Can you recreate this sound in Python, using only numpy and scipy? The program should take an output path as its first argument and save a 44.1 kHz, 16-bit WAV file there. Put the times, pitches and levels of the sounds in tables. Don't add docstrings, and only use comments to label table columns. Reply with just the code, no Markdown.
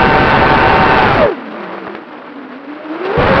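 import sys
import numpy as np
from scipy.fft import rfft, irfft, next_fast_len
from scipy.io import wavfile
from scipy.ndimage import map_coordinates

SR = 44100
rng = np.random.default_rng(int(sys.argv[2]) if len(sys.argv) > 2 else 0)


def dump(signal):
    limited = np.clip(np.atleast_2d(signal).T, -1, 1)
    pcm = np.round(limited * 32767).astype(np.int16)
    wavfile.write(sys.argv[1], SR, pcm)


N = 149940

# time_s, pitch_hz
LEAD_PITCH = [(0, 903), (.3, 909), (.54, 896), (.65, 908), (.82, 915), (1.04, 880), (1.15, 770), (1.2, 650),
              (1.265, 560), (1.36, 245), (1.5, 295), (1.63, 364), (1.69, 318), (1.77, 355), (1.86, 308),
              (1.92, 346), (2.02, 295), (2.08, 308), (2.24, 283), (2.31, 305), (2.47, 250), (2.62, 262),
              (2.77, 308), (2.92, 306), (3.1, 395), (3.18, 480), (3.4, 568)]
# time_s, level_db
OVERLOAD_RUMBLE_LEVEL = [(0, -16), (1.262, -18.5), (1.285, -69), (3.155, -71.5), (3.178, -13.5),
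                         (3.4, -17.5)]
# frequency_hz, density_db_per_hz
AIR_COLOUR = [(25, -46), (90, -22.5), (150, -10), (220, -1.5), (400, 1), (1000, -1), (1450, -3), (2000, -9),
              (2700, -13), (3300, -19), (4300, -25), (6200, -27.5), (12000, -40.5)]
FULL_HZ = 850


def amp(db):
    return 10 ** (np.asarray(db) / 20)


def unit(x):
    return x / np.sqrt(np.mean(x ** 2) + 1e-20)


def curve(rows):
    return np.interp(np.arange(N) / SR, *np.transpose(rows))


def colour(points):
    f, db = np.transpose(points)
    return lambda hz: amp(np.interp(np.log(hz + 1), np.log(f + 1), db))


def wobble(rate):
    knots = rng.standard_normal(int(N * rate / SR) + 4)
    return map_coordinates(knots, [np.arange(N) * rate / SR])


def filtered(x, response):
    m = next_fast_len(N + SR // 2)
    spectrum = rfft(x, m) * response(np.fft.rfftfreq(m, 1 / SR))
    return irfft(spectrum, m)[..., :N]


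def noise(points, envelope=1):
    return unit(filtered(envelope * rng.standard_normal(N), colour(points)))


def swell(s, db, length):
    return amp(db) * np.exp(-.5 * ((np.arange(N) / SR - s) / length) ** 2)


def hiss():
    # centre_s, level_db, length_s
    burst = (3.057, -30.5, .012)
    # frequency_hz, density_db_per_hz
    hiss_colour = [(900, -20), (2300, 0), (4500, -9), (9000, -22)]
    return swell(*burst) * noise(hiss_colour)


def overload_rumble():
    # frequency_hz, density_db_per_hz
    rumble_colour = [(15, -3.5), (145, 1), (220, -2), (400, -17.5), (800, -13), (3000, -48)]
    return amp(curve(OVERLOAD_RUMBLE_LEVEL)) * noise(rumble_colour)


def slaps():
    # centre_s, level_db, length_s
    slap_events = [(1.782, -22, .003), (1.8695, -21, .002), (1.879, -21, .0025), (2.278, -31, .006),
                   (2.955, -27, .008)]
    # frequency_hz, density_db_per_hz
    slap_colour = [(100, -14), (500, 17), (1500, 12), (7000, -30.5)]
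    return sum(swell(*row) for row in slap_events) * noise(slap_colour)


def click(s, db, length):
    u = (np.arange(N) / SR - s) / length
    return amp(db) * u * np.exp(1 - np.abs(u))


def clicks():
    # centre_s, peak_db, length_s
    click_events = [(1.8705, -15, 1.6e-4), (1.879, -14.5, 2.3e-4), (1.8998, -19, 1.3e-4),
                    (1.9503, -14, 1.7e-4), (1.9527, -13, 9e-5)]
    return sum(click(*row) for row in click_events)


def rush(phases, beat):
    # time_s, level_db
    rush_level = [(0, -9.5), (1.0, -9), (1.23, -11.5), (1.28, -20.5), (1.37, -27.5), (1.44, -29),
                  (1.62, -25.5), (1.77, -26), (1.82, -29.5), (1.98, -29.5), (2.055, -34), (2.1, -31),
                  (2.28, -32.5), (2.4, -33.5), (2.6, -31.5), (2.8, -29.5), (3.02, -24.5), (3.14, -19),
                  (3.21, -12), (3.4, -9.5)]
    chop_depth, throb_db, gust_db = 0.35, 3, 1.5
    swirl_rate, body_swirl_db, fizz_swirl_db = 220, 0.43, 1.5
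    fizz_hz = 2400
    speed = curve(LEAD_PITCH) / FULL_HZ
    blades = np.exp(chop_depth * np.cos(phases).sum(axis=0) / 2)
    chop = blades * amp(throb_db * beat * speed + gust_db * (1 - speed) * wobble(60))

    def high(hz):
        return 1 / (1 + (fizz_hz / (hz + 1)) ** 8)

    body = noise(AIR_COLOUR, chop * amp(body_swirl_db * wobble(swirl_rate)))
    fizz = noise(AIR_COLOUR, chop * amp(fizz_swirl_db * wobble(swirl_rate)))
    body = filtered(body, lambda hz: np.sqrt(1 - high(hz)))
    fizz = filtered(fizz, lambda hz: np.sqrt(high(hz)))
    return amp(curve(rush_level)) * (body + fizz)


def throb(beat):
    return amp(curve(OVERLOAD_RUMBLE_LEVEL) - 9.5) * beat


def propeller(track, levels, surge):
    # time_s, share_0_to_1
    wake_share = [(1.45, 0), (1.8, .7), (2.05, .2), (3.15, .1), (3.27, 1)]
    waver, waver_rate = 0.00203, 30
    flutter, wake_flutter, flutter_rate = 0.00495, .028, 170
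    unsteady_power = 1.5
    slow_dull_db = 5.5
    frame_hz, frame_width_hz, frame_db = 1270, 230, 3.5
    flicker_db = 1.4
    hz, wake = curve(track), curve(wake_share)
    slowness = FULL_HZ / hz
    unsteady = waver * wobble(waver_rate) + flutter * wobble(flutter_rate)
    unsteady = slowness ** unsteady_power * unsteady + wake_flutter * wake * wobble(flutter_rate)
    phase = 2 * np.pi * np.cumsum(hz * (1 + unsteady)) / SR + rng.uniform(0, 2 * np.pi)
    tone = 0
    for k, db in enumerate(levels, 1):
        dull = slow_dull_db * np.log2(slowness) * min(k - 1, 2) * (1 - wake / 2)
        frame = frame_db * np.exp(-((k * hz - frame_hz) / frame_width_hz) ** 2)
        flicker = flicker_db * (wobble(45) + wake * wobble(flutter_rate))
        gain = amp(db - dull + frame + flicker)
        if k == 1:
            gain = gain * surge
        tone = tone + gain * np.sin(k * phase)
    return np.sqrt(2) * tone, phase


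def propellers():
    # time_s, pitch_hz
    trail_pitch, steer_pitch = [(0, 767), (.35, 762), (1.02, 763), (1.14, 632), (1.2, 578), (1.27, 425),
                                (1.31, 372), (1.36, 237), (1.43, 237), (1.49, 213), (1.56, 220),
                                (1.69, 176), (1.9, 205), (2.08, 254), (2.55, 246), (2.7, 292), (2.94, 318),
                                (3.06, 385), (3.24, 402), (3.4, 490)], [(0, 893), (.45, 872), (.75, 884), (1.0, 850), (1.15, 740),
                                               (1.25, 570), (1.37, 255), (1.48, 570), (1.67, 635),
                                               (1.78, 480), (1.97, 325), (2.36, 275), (2.44, 312),
                                               (2.58, 278), (2.9, 325), (3.04, 395), (3.2, 590),
                                               (3.38, 660)]
    lead_partials, trail_partials = [-0.5, -8, -11], [-1, -1.5, -12]
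    steer_partials = [-3, -10, -8]
    # time_s, level_db
    whine_level = [(0, -19.8), (1.04, -20), (1.17, -19), (1.23, -16), (1.29, -17.5), (1.37, -33),
                   (1.6, -31.5), (1.8, -34.5), (1.94, -32), (2.03, -38.5), (2.6, -34), (2.8, -26.5),
                   (2.97, -26), (3.2, -16), (3.4, -17)]
    # time_s, level_db
    trail_share, steer_share = [(1.0, 1), (1.21, -6.5), (1.33, 2), (2.1, -4), (3.0, -0.5), (3.3, -9.5)], [(1.3, -6.5), (1.8, 2), (2.5, 0.5), (3.0, -7.5),
                                                     (3.3, -2)]
    surge_times = [.02, .15, .345, .435, .525, .552, .635, .665, .7, .762, .843, .93, .99, 1.027, 1.213,
                   1.238, 1.26]
    surge = 1 + sum(swell(s, 3.5, .0085) for s in surge_times)
    lead, lead_phase = propeller(LEAD_PITCH, lead_partials, surge)
    trail, trail_phase = propeller(trail_pitch, trail_partials, surge)
    steer, steer_phase = propeller(steer_pitch, steer_partials, surge)
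    whine = lead + amp(curve(trail_share)) * trail + amp(curve(steer_share)) * steer
    return amp(curve(whine_level)) * whine, (lead_phase, trail_phase, steer_phase)


def scene():
    whine, phases = propellers()
    beat = np.cos(phases[0] - phases[1])
    air = rush(phases, beat)
    low_end = throb(beat) + overload_rumble()
    return (hiss() + slaps() + clicks() + low_end + air + whine)[None]


def record(dry):
    # frequency_hz, gain_db
    recorder = [(4400, 0), (5000, -5), (5600, -12), (6150, -19), (6500, -42), (6900, -25), (8500, -20),
                (13000, -32)]
    clip_top, clip_knee = 0.73, 5
    notch_hz, notch_width_hz, top_hz = 704, 24, 15700
    clipped = dry / (1 + np.abs(dry / clip_top) ** clip_knee) ** (1 / clip_knee)

    def response(hz):
        offset = notch_hz ** 2 - hz ** 2
        notch = offset / (offset + 1j * hz * notch_width_hz)
        return notch * colour(recorder)(hz) * (hz < top_hz)

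    return filtered(clipped, response)


dry = scene()
out = record(dry)
dump(out)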